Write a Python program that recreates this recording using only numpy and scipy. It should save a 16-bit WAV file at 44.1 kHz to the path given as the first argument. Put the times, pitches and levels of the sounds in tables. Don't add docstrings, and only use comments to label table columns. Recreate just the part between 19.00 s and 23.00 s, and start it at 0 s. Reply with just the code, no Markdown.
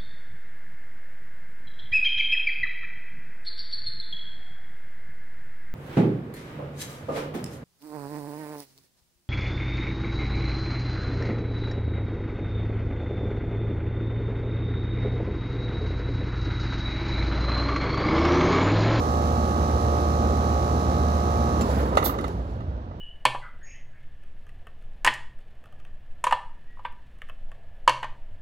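import sys
import numpy as np
from scipy import signal
from scipy.fft import rfft, irfft
from scipy.io import wavfile
from scipy.ndimage import map_coordinates

SR = 44100
rng = np.random.default_rng(int(sys.argv[2]) if len(sys.argv) > 2 else 0)


def master(y):
    cut = np.clip(np.atleast_2d(y).T, -1, 1)
    pcm = np.round(cut * 32767)
    wavfile.write(sys.argv[1], SR, pcm.astype(np.int16))


N = 176400
T = np.arange(N) / SR
FREQS = np.maximum(np.fft.rfftfreq(2 * N, 1 / SR), 1)

OFF_S = 2.61
SHAFT_HZ, BLADE_HZ, MAINS_HZ = 59.06, 74.7, 60


def compressor():
    # (multiple of the shaft rate, level [dB])
    shaft_tones = [(1, -42), (6, -39.5), (7, -45), (8, -39.5), (9, -42), (10, -38), (12, -35.5), (13, -39),
                   (14, -36), (15, -41.5), (17, -47), (18, -46), (19, -33.5), (20, -43), (21, -35),
                   (22, -40.5), (24, -52.5)]
    # (multiple of the mains frequency, level [dB])
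    hum_tones = [(2, -43.5), (4, -40)]
    # (frequency [Hz], level [dB per Hz])
    buzz_spectrum = [(1000, -97), (1600, -76.5), (2400, -85.5), (3300, -94), (3900, -81), (4400, -83.5),
                     (4750, -88), (5250, -86.5), (6000, -84), (6400, -86.5), (7400, -90.5), (8600, -101),
                     (9600, -95), (11000, -99), (11700, -87), (12300, -102), (15000, -100)]
    # (frequency [Hz], width [Hz], boost [dB])
    panels = [(2790, 92, 5.5), (3957, 91, -0.5), (5141, 80, 7.5), (5500, 120, 6), (5930, 260, 6.5),
              (6900, 80, 6)]
    stall_s, tone_fade_s, buzz_fade_s = 0.38, 0.2, 0.037
    age = since(OFF_S)
    hz = SHAFT_HZ * np.clip(1 - age / stall_s, 0, 1) * (1 + 0.000243 * walk(1.86))
    turn = np.cumsum(hz) / SR % 1
    boost_db = sum(db / (1 + (2 * (FREQS - centre) / width) ** 2) for centre, width, db in panels)
    buzz = colour(np.array([scrape(turn), scrape(turn)]), buzz_spectrum)
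    buzz = filtered(buzz, amp(boost_db))
    hum = tones(np.full(N, MAINS_HZ), hum_tones, waver_db=2.5, waver_hz=4.8)
    shaft = tones(hz, shaft_tones, waver_db=0.5, waver_hz=2.0) * np.exp(-age / tone_fade_s)
    return (buzz + direct(hum)) * np.exp(-age / buzz_fade_s) + direct(shaft * np.sqrt(hz / SHAFT_HZ))


def scrape(turn):
    rubs = [(.15, 0.55, 0.042), (.25, 0.32, 0.11), (.5, 0.23, 0.049), (.8, 0.31, 0.057)]
    size = int(SR / SHAFT_HZ)
    angle = np.arange(size) / size
    pressure = 0.24 + sum(force * np.exp(-((angle - at) / width) ** 2) for at, force, width in rubs)
    phases = np.angle(rfft(pressure * rng.standard_normal(size)))
    cycle = irfft(np.exp(1j * phases), size)
    grit = 1 + 0.3 * rng.standard_normal(N)
    return map_coordinates(cycle / cycle.std(), [turn * size], mode="grid-wrap") * grit


def fan():
    # (multiple of the blade rate, level [dB])
    blade_tones = [(.5, -57), (1, -24), (1.5, -36), (2, -39.5), (2.5, -40.5), (3, -37.5), (3.5, -49),
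                   (4, -44.5)]
    # (time [s], level [dB])
    blade_level = [(0, -2), (1, 0), (2.0, 0), (2.6, -1), (2.66, -10), (2.74, 3), (2.81, 0.5), (2.88, -5),
                   (3.2, -14), (4, -21)]
    # (frequency [Hz], level [dB per Hz])
    air_spectrum = [(20, -74.5), (35, -70), (50, -88), (66, -59.5), (110, -56), (160, -53.5), (240, -53),
                    (350, -57.5), (600, -58.5), (800, -62.5), (1000, -63), (1270, -67.5), (1550, -71.5),
                    (2200, -82), (4000, -86.5), (6000, -94.5), (8300, -111), (15500, -118)]
    half_speed_s = 2.0
    speed = 1 / (1 + since(OFF_S) / half_speed_s)
    hz = BLADE_HZ * speed * (1 + 0.0011 * walk(4.8))
    blades = tones(hz, blade_tones, waver_db=0.57, waver_hz=7.9)
    air = noise(air_spectrum) * amp(0.47 * walk(11.7))
    return direct(blades * fader(blade_level)) + air * speed ** 3


def knocks():
    # (time [s], level [dB], extra for low notes [dB], clatter and crack [dB])
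    hits = [(2.928, -21, 19, -20), (2.9712, 3, 5, -2), (2.9802, -13, 8, -5), (3.026, -6.5, -16, -9),
            (3.0592, -14, -12, -1), (3.0932, -9, -16, -16), (3.1395, -14, -10, -20), (3.1861, -10, -1, -7),
            (3.2413, -8.5, -2.5, -8), (3.605, -23, 7, -14), (3.912, -31, 14, -25)]
    # (frequency [Hz], level [dB], time to fade 60 dB [s], swell [s])
    shell_notes = [(446, -24, 0.059, .001), (583, -12.5, 0.019, 0.00045), (880, -20, 0.041, .001),
                   (1176, -6.5, 0.038, 0.00184), (1270, -17.5, 0.09, 0.002), (1347, -20, 0.067, .002),
                   (1800, -23.5, .06, 0.0027), (2008, -19.5, 0.064, 0.0068), (2824, -33.5, 0.14, 0.0015),
                   (3540, -36, 0.078, .001), (3820, -31, 0.045, .001), (4330, -33.5, 0.036, .001),
                   (6040, -45, .1, .002), (6550, -37, 0.022, 0.002)]
    # (frequency [Hz], level [dB per Hz])
    clatter_spectrum = [(200, -66), (500, -58), (800, -38.5), (1020, -46), (1280, -38.5), (1560, -61),
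                        (2000, -47.5), (2400, -62.5), (2850, -57), (3300, -67), (3780, -55.5), (4080, -66),
                        (4380, -62), (4900, -71.5), (5600, -69), (6600, -65), (8700, -80.5), (11700, -70),
                        (13000, -83), (15500, -83)]
    # (frequency [Hz], level [dB per Hz])
    crack_spectrum = [(800, -69), (2000, -51), (3100, -64), (3900, -57), (5400, -72), (6600, -68),
                      (9000, -80), (15000, -83)]
    out, clatter, crack = np.zeros((2, N)), noise(clatter_spectrum), noise(crack_spectrum)
    for start, db, low_db, clatter_db in hits:
        age = since(start)
        fence_tail = amp(-14) * np.exp(-age / 0.048)
        rattle = (1 - np.exp(-age / 0.001)) * (np.exp(-age / .006) + fence_tail)
        snap = (age > 0) * np.exp(-age / 0.0021)
        echo = amp(-11.0) * ring(start + 0.00196, shell_notes, low_db)
        shell = np.array([ring(start, shell_notes, low_db), echo])
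        out += amp(db) * (shell + amp(clatter_db) * (clatter * rattle + crack * snap))
    return out


def vent():
    # (frequency [Hz], level [dB per Hz])
    hiss_spectrum = [(1500, -101), (2600, -80), (3600, -65), (5500, -69.5), (7500, -73), (9500, -74),
                     (11200, -73), (12300, -56.5), (13300, -71), (14000, -66), (14700, -68.5),
                     (15600, -57.5), (16200, -73)]
    open_s, rise_s, hold_s, fade_s = 3.032, 0.023, 0.0056, 0.024
    shut_s, choke_s = 3.125, .04
    whistle_hz, rise_hz, width_hz = 12380, 1705, 430
    age = since(open_s)
    opening = np.minimum(age / rise_s, 1)
    closing = np.exp(-since(open_s + rise_s + hold_s) / fade_s - since(shut_s) / choke_s)
    phase = 2 * np.pi * np.cumsum(whistle_hz - rise_hz * np.exp(-age / .011)) / SR
    whistle = np.array([walk(width_hz) * np.sin(phase) + walk(width_hz) * np.cos(phase)
                        for _ in range(2)])
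    whistle *= amp(-25.5) * np.minimum(age / 0.011, 1) ** 4
    return (noise(hiss_spectrum) * opening ** 2 + whistle) * closing


def cooling_gas():
    # (frequency [Hz], level [dB per Hz])
    rush_spectrum = [(1000, -100), (2500, -92.5), (4200, -80), (6200, -85), (7400, -84.5), (8500, -99),
                     (9600, -91.5), (11700, -88.5), (12500, -100), (15500, -99)]
    fizz_spectrum = [(1000, -91), (1600, -66.5), (2700, -81), (4000, -88), (8000, -101), (10000, -92),
                     (12500, -92), (14700, -92), (16000, -94)]
    churn_spectrum = [(80, -71), (220, -53.5), (330, -57), (470, -55), (700, -63.5), (950, -60),
                      (1250, -61), (1600, -73.5), (2400, -86.5), (4000, -93.5), (8000, -105), (15000, -115)]
    # (time [s], level [dB])
    rush_level = [(0, -2), (2.6, -3.5), (2.72, 2), (2.81, -3.5), (2.92, -8), (3.15, -10.5), (3.3, -10),
                  (3.42, -20.5), (3.54, -20), (3.6, -31), (4, -48)]
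    fizz_level = [(2.6, -60), (2.66, -7), (2.71, -4), (2.81, 1.5), (2.84, -7), (2.88, -7), (2.95, -21.5),
                  (3.4, -57)]
    churn_level = [(2.58, -45), (2.63, -2.5), (2.8, -0.5), (2.9, -0.5), (3.02, 2), (3.15, -2), (3.26, -4),
                   (3.38, -14), (3.65, -29), (4, -40)]
    rush = noise(rush_spectrum) * fader(rush_level) * amp(0.87 * walk(40))
    fizz = noise(fizz_spectrum) * fader(fizz_level) * amp(2.2 * walk(44.8))
    churn = noise(churn_spectrum) * fader(churn_level) * amp(1.6 * walk(35))
    return rush + fizz + churn


def switch_off():
    # (frequency [Hz], level [dB], time to fade 60 dB [s], swell [s])
    switch_notes = [(2680, -38.5, 0.093, 0.0036), (4323, -36, 0.065, .003), (5250, -38, .06, .003),
                    (7160, -28.5, 0.058, 0.0027), (7500, -32, 0.056, 0.0035)]
    casing_notes = [(186, -20, .15, .01), (228, -13.5, 0.14, 0.011), (276, -24, .1, 0.011)]
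    return ring(OFF_S, switch_notes) + direct(ring(OFF_S, casing_notes))


def ticks():
    # (time [s], level [dB], fade [s])
    clicks = [(2.609, 3.5, 0.015), (2.952, -3, 0.0095), (3.2105, -3, 0.0037), (3.2795, -2, .005)]
    # (frequency [Hz], level [dB per Hz])
    tick_spectrum = [(800, -61), (2600, -75.5), (5500, -74.5), (7400, -84.5), (9000, -81), (12000, -80.5),
                     (15500, -88)]
    bursts = sum(amp(db) * (1 - np.exp(-since(at) / .0008)) * np.exp(-since(at) / fade)
                 for at, db, fade in clicks)
    return noise(tick_spectrum) * bursts


def yard():
    # (frequency [Hz], level [dB per Hz])
    rumble_spectrum = [(20, -71.5), (40, -93), (56, -44), (95, -51), (135, -59.5), (300, -81.5),
                       (1000, -103), (4000, -108), (15000, -135)]
    # (time [s], level [dB])
    rumble_level = [(0, -2.5), (3.25, -0.5), (3.38, 2.5), (3.48, 0.5), (3.66, 1), (3.8, -5), (4, -5.5)]
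    return noise(rumble_spectrum) * fader(rumble_level)


def ring(start, notes, low_db=0):
    out, age = np.zeros(N), since(start)
    live = (age > 0) & (age < .3)
    age = age[live]
    for k, (hz, db, fade_s, swell_s) in enumerate(notes):
        shape = (1 - np.exp(-age / swell_s)) * np.exp(-np.log(1000) * age / fade_s)
        out[live] += (-1) ** k * amp(db + low_db * (hz < 1000)) * shape * np.sin(2 * np.pi * hz * age)
    return out


def tones(hz, table, waver_db, waver_hz):
    phase = 2 * np.pi * np.cumsum(hz) / SR
    out = np.zeros(N)
    for multiple, db in table:
        gain = amp(db + waver_db * walk(waver_hz))
        out += gain * np.sin(multiple * phase + 2 * np.pi * rng.random())
    return np.sqrt(2) * out


def amp(db):
    return 10 ** (np.asarray(db) / 20)


def across(table, column=1):
    rows = np.array(table)
    return np.interp(np.log(FREQS), np.log(rows[:, 0]), rows[:, column])


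def filtered(x, gain):
    mirrored = np.concatenate([x, x[..., ::-1]], axis=-1)
    return irfft(rfft(mirrored) * gain)[..., :N]


def colour(x, spectrum):
    return filtered(x, amp(across(spectrum)) * np.sqrt(SR / 2))


def noise(spectrum):
    return colour(rng.standard_normal((2, N)), spectrum)


def fader(table):
    return amp(np.interp(T, *np.array(table).T))


def walk(rate_hz):
    x = irfft(rfft(rng.standard_normal(N)) * np.exp(-(FREQS[::2] / rate_hz) ** 2 / 2), N)
    return (x - x.mean()) / x.std()


def since(start):
    return np.maximum(T - start, 0)


def direct(x):
    return np.array([x, np.zeros(N)])


def scene():
    # (frequency [Hz], level [dB], likeness [0-1])
    left_side = [(60, -1.84, 1), (250, -1.5, 0.98), (550, -1.5, .99), (850, -3, 0.85), (1135, -7, 1),
                 (1260, -10, 0.8), (1750, -6.5, 0.2), (2600, -2.5, 0), (3760, -1, 0.28), (4700, -10.5, 0.4),
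                 (5450, -4, 0.1), (7000, -4, 0.2), (8500, -1.5, 0), (10300, -2.5, 0.3), (11700, -9.5, .3),
                 (13000, -13.5, .1), (15500, -10, .1)]
    # (frequency [Hz], delay [s])
    left_delay = [(100, 0.0003), (550, 0.00031), (1100, 0.00038), (4000, 0.000468)]
    rumble = yard()
    unit = compressor() + cooling_gas() + fan() + switch_off() + knocks() + ticks() + vent()
    right, scattered = unit + rumble
    gain, likeness = amp(across(left_side)), np.clip(across(left_side, column=2), 0, 1)
    delay_s = np.interp(FREQS, *np.array(left_delay).T)
    left = filtered(right, gain * likeness * np.exp(-2j * np.pi * FREQS * delay_s))
    left += filtered(scattered, gain * np.sqrt(1 - likeness ** 2))
    return np.array([left, right])


def record(dry):
    return signal.sosfilt(signal.ellip(10, .2, 80, 15850, fs=SR, output="sos"), dry)


dry = scene()
out = record(dry)
master(out)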